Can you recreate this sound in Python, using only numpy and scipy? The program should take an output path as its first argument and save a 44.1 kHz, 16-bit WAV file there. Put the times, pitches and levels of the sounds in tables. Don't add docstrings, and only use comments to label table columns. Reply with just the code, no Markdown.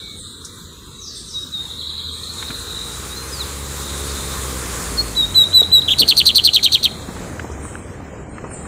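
import sys
import numpy as np
from scipy import signal
from scipy.io import wavfile
from scipy.ndimage import uniform_filter1d, minimum_filter1d

SR = 44100
rng = np.random.default_rng(int(sys.argv[2]) if len(sys.argv) > 2 else 0)


def transcribe(u):
    v = np.clip(np.atleast_2d(u).T, -1, 1)
    q = np.round(v * 32767).astype(np.int16)
    wavfile.write(sys.argv[1], SR, q)


def field_ratio(decibels):
    return 10 ** (np.asarray(decibels, dtype=float) / 20)


N = 382347

# pitch in Hz, level in dB per Hz.
STREET_HUM = [(25, -35.5), (43, -2), (243, -6.5), (435, -13.5), (707, -43), (947, -17), (1510, -24),
              (2600, -66)]
# pitch in Hz, level in dB per Hz.
STREET_HISS = [(2600, -57), (3100, -55), (3710, 12), (4580, -38), (5790, -13), (7890, -5), (15800, -42)]
# pitch in Hz, level in dB per Hz.
TYRE_ROAR = [(25, -22.5), (70, -7.5), (130, -9), (307, -23), (418, -9), (629, -24), (1170, -13.5),
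             (2600, -25.5)]
# pitch in Hz, level in dB per Hz.
TYRE_SIZZLE = [(1530, -45), (2600, 3.5), (2910, -12), (3790, -3), (5600, -8), (8100, 2), (10400, -11.5),
               (15800, -13.5)]
# pitch in Hz, level in dB per Hz.
TYRE_WAKE = [(25, -13.5), (82, -1), (420, -9), (1250, -19), (2140, -22.5), (3680, -37.5), (8260, -28.5),
             (10500, -61)]
# time in seconds, level in dB.
CAR_PASS = [(1.0, -46.5), (1.93, -44), (2.54, -38.5), (3.4, -34.5), (4.8, -30.5), (5.14, -34), (5.6, -38.5),
            (6.5, -45), (7.2, -46), (8.2, -57)]
# time in seconds, level in dB.
WAKE_LEVEL = [(2.0, -84), (4.8, -34), (5.87, -32.5), (6.4, -36), (6.85, -35.5), (7.2, -30.5), (7.9, -34),
              (8.33, -33), (8.67, -32.5)]
# time in seconds, firing rate in Hz, level in dB.
CAR_ENGINE = [(2.6, 54.8, -40), (2.77, 55.5, -40), (3.43, 69.53, -33.5), (3.98, 70.5, -31),
              (4.25, 68.43, -30.5), (4.59, 64.14, -31), (4.83, 58.65, -34), (4.96, 58.4, -29.5),
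              (5.3, 49.2, -35.5)]
# multiple, level in dB.
ENGINE_MULTIPLES = [(1, 0), (2, -9), (3, -14), (4, -15), (5, -14), (6, -14), (7, -17), (8, -18), (9, -25)]
# time in seconds, pitch in Hz, level in dB.
FAR_ENGINE = [(0.0, 81.8, -50), (0.27, 88, -47), (1.5, 80, -47.5), (2.27, 81, -34), (2.6, 79.7, -42),
              (3.2, 82.5, -47), (5.1, 89, -63), (5.27, 96, -32.5), (6.16, 79.6, -35), (6.96, 75.7, -41),
              (7.38, 89.8, -37), (7.56, 69.8, -29), (7.7, 77.7, -43), (8.3, 66.8, -41.5),
              (8.67, 72.8, -34.5)]
# time in seconds, level in dB.
FAR_CHORUS = [(0.0, -24.5), (0.8, -36.5), (1.46, -32.5), (1.8, -24.5), (2.71, -30.5), (3.0, -40),
              (3.98, -27.5), (4.33, -27), (4.8, -43)]
# start in seconds, length in seconds, from Hz, to Hz, peak in dB.
STEADY_PEEP = [
    (0.0, 0.2, 2290, 2210, -46),
]
# start in seconds, length in seconds, from Hz, to Hz, peak in dB.
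FALLING_CALLS = [
    (0.033, 0.0072, 6330, 5200, -60),
    (0.153, 0.046, 9270, 7200, -46.5),
    (.972, 0.19, 6810, 3346, -47),
    (1.141, 0.019, 9230, 7260, -44),
    (1.255, 0.078, 6710, 4460, -48),
    (2.11, 0.032, 8740, 7880, -48),
    (2.81, 0.041, 8840, 8200, -50),
    (7.61, 0.038, 9300, 7110, -47.5),
    (8.272, 0.058, 8700, 8330, -60),
    (8.493, 0.049, 9440, 6900, -46.5),
]
# start in seconds, peak in dB, pitch in Hz, seconds to fade by 60 dB.
WIRE_TICKS = [
    (0.4469, -31, 6100, 0.14),
    (0.4475, -31, 8000, 0.1),
    (2.3361, -31, 7700, 0.03),
    (5.322, -29, 8000, .02),
    (7.5158, -39, 6400, 0.08),
    (8.652, -42, 8000, .04),
]
# start in seconds, peak in dB, pitch in Hz, seconds to fade by 60 dB.
CAGE_KNOCKS = [(2.4256, -10, 1850, 0.029), (2.5044, -16, 1590, 0.04), (7.0893, -19, 802, 0.045),
               (7.165, -18, 1220, 0.024), (7.3949, -8, 1540, 0.024), (7.649, -20, 1020, 0.068),
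               (7.728, -33, 715, 0.028), (7.754, -9, 1530, 0.0066), (8.0025, -18, 703, 0.03),
               (8.134, -22, 610, 0.04), (8.3823, -15.5, 1250, 0.034), (8.441, -18.5, 883, 0.12),
               (8.51, -20, 1090, .04), (8.652, -20.5, 1060, 0.04)]
# start in seconds, peak in dB, pitch in Hz, seconds to fade by 60 dB.
CAGE_THUDS = [(2.42, -36, 217, 0.14), (2.498, -29.5, 191, 0.26), (5.616, -17.5, 408, 0.055),
              (6.005, -20, 255.2, 0.22), (7.088, -18.5, 267, 0.034), (7.444, -20.5, 300, 0.043),
              (7.499, -20, 380, 0.02), (7.65, -31, 272, 0.04), (7.752, -49, 299, 0.047),
              (8.0, -30.5, 247, 0.079), (8.437, -25.5, 247, 0.1)]
# time in seconds, pitch in Hz, level in dB.
DISTANT_WHISTLES = [
    [(1.33, 3890, -45), (1.344, 3920, -29), (1.366, 3780, -23), (1.396, 3820, -25.5), (1.412, 3810, -42),
     (1.438, 3780, -26), (1.45, 3786, -65)],
    [(1.512, 4060, -46), (1.518, 3971, -37), (1.544, 3820, -23), (1.592, 3640, -29), (1.61, 3770, -24),
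     (1.632, 3690, -38), (1.662, 3720, -32), (1.672, 3720, -44)],
]
# time in seconds, pitch in Hz, level in dB.
DISTANT_CALLS = [
    [(3.097, 3602, -43), (3.103, 3720, -40), (3.127, 3800, -32), (3.159, 4040, -40), (3.175, 4160, -30.5),
     (3.255, 4090, -46)],
    [(3.315, 5200, -42), (3.335, 5000, -29), (3.365, 4600, -38), (3.39, 4350, -36), (3.41, 4000, -22),
     (3.425, 3650, -29), (3.44, 3250, -42)],
]
# start in seconds, length in seconds, from Hz, to Hz, peak in dB.
FAR_CLEAR_NOTES = [
    (0.93, 0.13, 3850, 3935, -39.5),
    (3.165, 0.03, 6230, 6200, -38),
    (3.215, 0.02, 6200, 6200, -42),
    (3.27, .03, 6200, 6200, -39),
    (3.76, .05, 3750, 3800, -36),
    (3.86, .05, 3800, 3700, -36),
    (4.07, .05, 3750, 3700, -37),
    (4.17, .06, 3750, 3650, -36),
]
# start in seconds, length in seconds, from Hz, to Hz, peak in dB.
FAR_THROB = [
    (2.665, 0.219, 3915, 3820, -25.5),
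]
# start in seconds, peak in dB, pitch in Hz.
FAR_TRILL_NOTES = [(1.864, -19, 3870), (2.053, -20, 3890), (2.233, -20, 4040), (2.295, -23, 4150),
                   (2.3834, -17, 3820), (2.417, -22, 3840), (2.478, -20.5, 3900), (2.5438, -17.5, 3920),
                   (2.672, -21.5, 3874), (2.852, -26, 3800)]
# main arch in seconds, stretch factor, level in dB.
DISTANT_WARBLES = [
    (1.79, 1.03, -16.5),
    (1.881, 0.96, -17),
    (1.976, 0.84, -16),
    (2.067, 1.03, -18),
    (2.159, 1.03, -24.5),
]
# from Hz, to Hz, level in dB.
CARRYING_BANDS = [(3700, 4000, 3), (3270, 3430, -4), (4100, 4900, -10)]
# time in seconds, pitch in Hz, level in dB.
OPENING_PIP = [(4.968, 4455, -38.5), (4.984, 4287, -18), (4.996, 4314, -13), (5.01, 4320, -17),
               (5.019, 4370, -25)]
# time in seconds, pitch in Hz, level in dB.
NEAR_WHISTLES = [
    [(5.153, 4030, -36.5), (5.173, 3940, -16), (5.193, 3883, -13.5), (5.211, 3843, -13),
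     (5.219, 3840, -20.5), (5.229, 3714, -14.5), (5.256, 3760, -18.5)],
    [(5.343, 4080, -29), (5.359, 4008, -10), (5.381, 3962, -6.5), (5.405, 3848, -9.5), (5.423, 3860, -7),
     (5.433, 3820, -19), (5.441, 3660, -9.5), (5.449, 3766, -26)],
    [(5.529, 3977, -24), (5.549, 4025, -7), (5.575, 3954, -5.5), (5.597, 3850, -11.5), (5.609, 3840, -5),
     (5.628, 3795, -32.5)],
    [(5.714, 3900, -25), (5.73, 4047, -6.5), (5.752, 3923, -5.5), (5.782, 3835, -10.5), (5.794, 3790, -10),
     (5.806, 3990, -26)],
]
# multiple, level in dB.
WHISTLE_OVERTONES = [(2, -26), (3, -26), (4, -33)]
# start in seconds, length in seconds, from Hz, to Hz, peak in dB.
WHISTLE_FLICKS = [
    (5.15, 0.0085, 3270, 4000, -29),
    (5.342, 0.012, 2800, 3820, -31),
    (5.528, 0.008, 2900, 3906, -24),
    (5.628, 0.01, 4000, 3480, -10),
    (5.714, 0.009, 2835, 3800, -29.5),
    (5.816, 0.007, 4360, 3050, -18),
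]
# time in ms, crest in Hz, flank in dB, dip at crest in dB, dip after it in dB.
BUZZ_ARCHES = [(1, 3550, -20, 0, 0), (5, 3400, -7, -1, -3), (13.5, 3350, -9, -1, -14),
               (22.5, 3800, -12, -9, -1), (33.5, 3900, -5, -9, -10), (40.5, 3800, -5, -8, 1),
               (46.5, 3800, -6, -10, -1), (53, 3950, -10, -9, -9), (60.5, 3200, -11, 0, 0),
               (66, 2200, -28, 0, 0)]
BUZZ_LOWS = [3000, 2600, 3000, 2900, 3350, 3100, 2700]
# time in ms, crest in Hz, flank in dB, dip at crest in dB, dip after it in dB.
WARBLE_ARCHES = [(-14, 4500, -20, 0, 0), (-13, 4800, -13, -1, -12), (-10.6, 4500, -8, -1, -9),
                 (-8.5, 3900, -19, 0, 0), (-6.5, 4100, -26, 0, 0), (-4.6, 4150, -2, 0, 0),
                 (-2, 4450, -1, 0, 0), (0, 4720, 0, -6, -1), (6.3, 4600, 0, -17, -1),
                 (12.3, 4600, 0, -3, -15), (18.5, 4500, -2, -6, -11), (28, 3800, -4, -17, -13),
                 (36, 3150, -4, 0, 0), (39, 2900, -24, 0, 0), (41, 2300, -30, 0, 0), (44, 3350, -16, 0, 0)]
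WARBLE_LOWS = [4300, 3600, 3980, 4050, 3800, 2800, 2700]
# time in ms, crest in Hz, flank in dB, dip at crest and after in dB.
TIRED_ARCHES = [(-15, 4100, -22, 0, 0), (-13, 4500, -12, -1, -12), (-10, 4400, -7, -2, -8),
                (-7, 4200, -15, -1, -8), (0, 4750, -3, -12, -15), (7.5, 4250, -5, -8, -4),
                (13, 4450, -1, -4, -8), (21, 3300, -3, -1, -21), (29, 3650, -14, 0, 0),
                (32, 3050, -10, 0, 0), (34, 2600, -25, 0, 0), (43, 2300, -23, 0, 0)]
TIRED_LOWS = [3900, 3300, 3900, 3600, 3600, 3050, 2800]
# time in ms, pitch in Hz, peak in dB.
SQUEAK_PITCH = [(-11, 7200, -50), (-9, 6300, -21), (-7.5, 5400, -34), (-5.5, 5900, -23), (-3.5, 5000, -50),
                (3, 5000, -50), (5.5, 5900, -21), (8, 6900, -50), (21, 6300, -55), (23.5, 5800, -31),
                (26, 6200, -55)]
# main arch in seconds, stretch factor, level in dB, tail in dB.
TRILL_NOTES = [
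    (5.998, 1.01, -1, -2),
    (6.091, 0.97, -1, -1),
    (6.181, 1.02, -0.5, -0.8),
    (6.270, 1.01, -0.3, -2),
    (6.362, 1.02, -1, -1.5),
    (6.4533, 1.06, -2, -1),
]
# main arch in seconds, stretch factor, level in dB, tail in dB.
TIRED_NOTES = [
    (6.547, 1.09, 0.2, -1.5),
    (6.644, 0.97, 2.2, -2),
    (6.735, 1.05, 0, -4.5),
    (6.842, 0.9, -3, -0.5),
]
# multiple, level in dB, lag in ms, loss at the ends in dB.
WARBLE_OVERTONES = [(2, -15, .4, 0), (3, -17, -.4, -8), (4, -44.5, 0, -3)]
# delay in seconds, level in dB.
WALL_ECHOES = [
    (0.047, -44.5),
    (0.062, -28.5),
]
# pitch in Hz, level in dB per narrow band.
GATE_THRESHOLD = [(300, -71), (700, -66), (3000, -72.5), (6000, -71), (10000, -70), (12500, -80.5),
                  (16000, -82)]


def in_time(rows):
    seconds, *columns = np.transpose(rows)
    return [np.interp(np.arange(N) / SR, seconds, column) for column in columns]


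def drift(rate_hz, every=1):
    pole = np.exp(-32 * np.pi * rate_hz / SR)
    noise = rng.standard_normal(N // 16 + 5002)
    slow = signal.lfilter([1], [1, -2 * pole, pole * pole], noise)[5000:]
    return np.interp(np.arange(0, N, every) / 16, np.arange(len(slow)), slow / slow.std())


def band_pass(x, low_hz, high_hz, order=2):
    return signal.sosfilt(signal.butter(order, [low_hz, high_hz], "band", fs=SR, output="sos"), x)


def add(out, s, sound):
    i = max(round(s * SR), 0)
    out[i:i + len(sound)] += sound[:N - i]


def tone(hz, height, overtones=()):
    phase = 2 * np.pi * np.cumsum(hz) / SR
    wave = np.sin(phase)
    for k, db in overtones:
        wave = wave + field_ratio(db) * np.sin(k * phase) * (k * hz < 0.45 * SR)
    return height * wave


def glides(events, rough_hz):
    out, wobble = np.zeros(N), drift(190)
    for s, length, from_hz, to_hz, db in events:
        u = np.linspace(0, 1, round(length * SR))
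        hz = from_hz + (to_hz - from_hz) * u ** 0.81
        hz = hz + rough_hz * wobble[round(s * SR):][:len(u)]
        add(out, s, tone(hz, field_ratio(db) * np.sin(np.pi * u ** 0.66) ** 0.48))
    return out


def whistles(notes, fade_s, overtones):
    out = np.zeros(N)
    for rows in notes:
        s, hz, db = np.transpose(rows)
        t = np.arange(s[0], s[-1], 1 / SR)
        hz, db = [uniform_filter1d(np.interp(t, s, c), size=180, mode="nearest") for c in (hz, db)]
        edge = np.clip(np.minimum(t - s[0], s[-1] - t) / fade_s, 0, 1)
        effort = [(k, level + 0.5 * (db + 14)) for k, level in overtones]
        add(out, s[0], tone(hz, np.sqrt(2) * edge * field_ratio(db), effort))
    return out


def arches(rows, lows):
    edge_ms, edge_db, swing_hz = 4, -26, 570
    first_ms, first_hz, first_db = rows[0][:3]
    last_ms, last_hz, last_db = rows[-1][:3]
    points = [(first_ms - edge_ms, first_hz - swing_hz, first_db + edge_db),
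              (first_ms - edge_ms / 2, first_hz - swing_hz / 2, first_db),
              (last_ms, last_hz, last_db),
              (last_ms + edge_ms, last_hz - swing_hz, last_db + edge_db)]
    lows = iter(lows)
    for (ms, hz, db, crest_db, dip_db), (next_ms, next_hz, next_db, *_) in zip(rows, rows[1:]):
        points.append((ms, hz, db + crest_db))
        if crest_db or dip_db:
            low, gap = next(lows), next_ms - ms
            points.append((ms + gap / 4, hz - 0.55 * (hz - low), db))
            points.append((ms + gap / 2, low, min(db, next_db) + dip_db))
            points.append((next_ms - gap / 4, next_hz - 0.55 * (next_hz - low), next_db))
    return points


def eased(points, stretch):
    ms, hz, db = np.transpose(sorted(points))
    order = np.arange(len(ms))
    now = np.arange(ms[0], ms[-1], 1000 / SR / stretch)
    place = np.interp(now, ms, order)
    place = np.floor(place) + 0.5 - 0.5 * np.cos(np.pi * (place % 1))
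    return ms[0] * stretch / 1000, now, np.interp(place, order, hz), np.interp(place, order, db)


def street_echo(x, t60, delay_s):
    t = np.arange(0, 1.2, 1 / SR)
    tail = rng.standard_normal(len(t)) * field_ratio(-60 * t / t60)
    tail = tail * np.clip((t - delay_s) / 0.01, 0, 1)
    return signal.fftconvolve(x, tail / np.sqrt(np.sum(tail ** 2)))[:N]


def noise_share(curve, hz, width_hz):
    curve_hz, curve_db = np.transpose(curve)
    db = np.interp(np.log(hz), np.log(curve_hz), curve_db, left=-99, right=-99)
    power = field_ratio(2 * db) * width_hz
    return (power / power.sum())[:, None]


def traffic():
    step = 64
    near_db, wake_db = [c[::step] for c in in_time(CAR_PASS) + in_time(WAKE_LEVEL)]
    hiss_db = -56 - 39 * np.maximum(np.arange(0, N, step) / SR - 7.4, 0)
    sizzle_db = near_db.max() + 1.5 + 0.91 * (near_db - near_db.max())
    edges = 25 * 2 ** (np.arange(29) / 3)
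    hz = np.sqrt(edges[1:] * edges[:-1])
    power = 0
    for curve, db in [(STREET_HUM, -42), (STREET_HISS, hiss_db), (TYRE_ROAR, near_db),
                      (TYRE_SIZZLE, sizzle_db), (TYRE_WAKE, wake_db)]:
        power = power + noise_share(curve, hz, np.diff(edges)) * field_ratio(2 * db)
    height = np.sqrt(power)
    out, white, gust = np.zeros(N), rng.standard_normal((2, N)), drift(1.9, every=step)
    for k in range(len(hz)):
        band = band_pass(white[k % 2], edges[k], edges[k + 1])
        level = height[k] * field_ratio(0.72 * gust + 1.16 * drift(9.4, every=step))
        out += band / band.std() * np.interp(np.arange(N) / step, np.arange(len(gust)), level)
    return out


def chorus():
    wash = band_pass(rng.standard_normal(N), 3550, 4150, order=3)
    level_db = in_time(FAR_CHORUS + [(5.6, -93.5)])[0]
    return wash / wash.std() * field_ratio(level_db - 10.5 + 1.6 * drift(20))


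def engines():
    silent_start, silent_end = (2.3, CAR_ENGINE[0][1], -72), (5.6, 45.9, -73)
    hz, db = in_time([silent_start] + CAR_ENGINE + [silent_end])
    car = tone(hz, np.sqrt(2) * field_ratio(db + drift(2.3)), ENGINE_MULTIPLES[1:])
    hz, db = in_time(FAR_ENGINE)
    return car + tone(hz + 2.58 * drift(3.95), field_ratio(db + 2.5 * drift(6.4)))


def knocks(events, crack_db, width):
    out, t = np.zeros(N), np.arange(0, 0.12, 1 / SR)
    for s, db, hz, t60 in events:
        crack = band_pass(rng.standard_normal(len(t)), hz / width, min(hz * width, 0.45 * SR))
        crack = field_ratio(crack_db - 60 * t / t60) * crack / crack.std()
        ring = np.sin(2 * np.pi * hz * t) * field_ratio(-60 * t / (7 / hz + 0.003))
        add(out, s, field_ratio(db) * np.minimum(t / 0.0012, 1) * (ring + crack))
    return out


def cage():
    ticks = knocks(WIRE_TICKS, crack_db=0, width=1.2)
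    bars = knocks(CAGE_KNOCKS, crack_db=-11, width=1.5)
    return ticks + bars + knocks(CAGE_THUDS, crack_db=-0.5, width=1.94)


def far_warbles():
    out, wobble = np.zeros(N), drift(264)
    notes = [(BUZZ_ARCHES, BUZZ_LOWS, 1.672, 0.97, -22)]
    notes += [(WARBLE_ARCHES, WARBLE_LOWS, *note) for note in DISTANT_WARBLES]
    for rows, lows, s, stretch, level_db in notes:
        start, ms, hz, db = eased(arches(rows, lows), stretch)
        hz = 4200 + 0.75 * (hz - 4250) + 40 * wobble[round(s * SR):][:len(hz)]
        add(out, s + start, tone(hz, field_ratio(db + level_db)))
    return sum(field_ratio(db) * band_pass(out, low, high) for low, high, db in CARRYING_BANDS)


def far_trill():
    out, t = np.zeros(N), np.arange(0, 0.035, 1 / SR)
    for s, db, hz in FAR_TRILL_NOTES:
        turn = rng.random()
        pitch = hz * (1.04 - 2.5 * t + 0.05 * np.sin(2 * np.pi * (95 * t + turn)))
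        throb = 0.66 + 0.27 * np.sin(2 * np.pi * (190 * t + turn))
        swell = np.sin(np.pi * (t / t[-1]) ** 0.27)
        add(out, s - 0.002, tone(pitch, field_ratio(db - 3) * throb * swell))
    return out


def far_birds():
    throb = 0.49 + 0.62 * np.sin(2 * np.pi * 47 * np.arange(N) / SR)
    song = far_warbles() + far_trill() + glides(FAR_CLEAR_NOTES, rough_hz=30.8)
    song += glides(FAR_THROB, rough_hz=91) * throb
    falling = glides(FALLING_CALLS, rough_hz=155)
    song += field_ratio(-7) * falling
    song = song + street_echo(field_ratio(1) * song + field_ratio(17) * falling, t60=0.89, delay_s=0.0021)
    clear = whistles(DISTANT_WHISTLES + DISTANT_CALLS, fade_s=0.004, overtones=[(2, -32), (4, -30)])
    return song + clear + field_ratio(-9.5) * street_echo(clear, t60=0.7, delay_s=0.02)


def buzz():
    start, ms, hz, db = eased(arches(BUZZ_ARCHES, BUZZ_LOWS), stretch=0.94)
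    air = signal.sosfilt(signal.butter(2, 4800, "high", fs=SR, output="sos"), rng.standard_normal(N))
    voice = tone(hz + 60 * drift(256)[:len(hz)], field_ratio(db), [(2, -25), (5, -47)])
    out = np.zeros(N)
    add(out, 5.88 + start, voice + field_ratio(db - 24) * air[:len(hz)])
    return out


def trill():
    out, wobble, flutter = np.zeros(N), drift(256), drift(350)
    air = signal.sosfilt(signal.butter(2, 4800, "high", fs=SR, output="sos"), rng.standard_normal(N))
    notes = [(WARBLE_ARCHES, WARBLE_LOWS, *note) for note in TRILL_NOTES]
    notes += [(TIRED_ARCHES, TIRED_LOWS, *note) for note in TIRED_NOTES]
    for rows, lows, s, stretch, level_db, tail_db in notes:
        start, ms, hz, db = eased(arches(rows, lows), stretch)
        first = round((s + start) * SR)
        here = slice(first, first + len(ms))
        hz = hz + 70 * wobble[here]
        db = db + level_db + tail_db * np.clip((ms - 20) / 8, 0, 1) + 1.86 * flutter[here]
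        full = -minimum_filter1d(-db, size=130) - db
        ends = np.clip(np.abs(ms - 4) / 3 - 3, 0, 1)
        shared_db = 0.7 * full + 2.5 * flutter[here][::-1]
        effort = []
        for k, level, lag_ms, loss_db in WARBLE_OVERTONES:
            height_db = (np.interp(ms - lag_ms, ms, hz) - 4500) / 55
            effort.append((k, level + shared_db + loss_db * ends + height_db))
        breath = field_ratio(db - 23 + (hz - 4500) / 200) * air[here]
        add(out, s + start, tone(hz, field_ratio(db), effort) + breath)
        start, ms, hz, db = eased(SQUEAK_PITCH, stretch)
        add(out, s + start, tone(hz + 150 * wobble[here][:len(hz)], field_ratio(db + level_db + 7.5)))
    return out


def near_bird():
    notes = whistles(NEAR_WHISTLES + [OPENING_PIP], fade_s=0.003, overtones=WHISTLE_OVERTONES)
    warbles = buzz() + trill()
    bird = notes + glides(WHISTLE_FLICKS, rough_hz=40) + warbles
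    to_walls = band_pass(notes + field_ratio(-4.5) * warbles, 3450, 4200)
    near = bird + field_ratio(-14) * street_echo(to_walls, t60=0.96, delay_s=0.012)
    for s, db in WALL_ECHOES:
        add(near, s, field_ratio(db) * bird)
    return near + field_ratio(-22) * street_echo(bird, t60=0.1, delay_s=0.0075)


def scene():
    street = traffic() + chorus() + engines() + glides(STEADY_PEEP, rough_hz=6.7)
    return (street + far_birds() + cage() + near_bird())[None]


def noise_gate(x, depth_db, soft_db):
    hz, _, cells = signal.stft(x, SR, nperseg=1024)
    level = uniform_filter1d(uniform_filter1d(np.abs(cells) ** 2, size=5, axis=0), size=7, axis=1)
    above = 10 * np.log10(level + 1e-14) - np.interp(hz, *np.transpose(GATE_THRESHOLD))[:, None]
    wander = rng.standard_normal(above.shape)
    wander = uniform_filter1d(uniform_filter1d(wander, size=4, axis=0), size=16, axis=1)
    above += 4.06 * wander / wander.std()
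    shut = 0.5 - 0.5 * np.tanh(above / soft_db)
    return signal.istft(cells * field_ratio(depth_db * shut), SR, nperseg=1024)[1][:N]


def limiter(x):
    over = np.maximum(20 * np.log10(np.abs(x) + 1e-9) + 2.2, 0)
    slope = 400 * np.arange(N) / SR
    held = np.maximum.accumulate(over + slope) - slope
    return x * field_ratio(uniform_filter1d(minimum_filter1d(-held, size=45), size=44))


def low_pass(x):
    return signal.sosfilt(signal.butter(12, 15940, fs=SR, output="sos"), x)


def record(dry):
    limited = limiter(noise_gate(dry[0], depth_db=-21, soft_db=1.5))
    treble_cut = signal.cheby2(18, 70, 16150, fs=SR, output="sos")
    return low_pass(signal.sosfilt(treble_cut, limited)[None])


dry = scene()
out = record(dry)
transcribe(out)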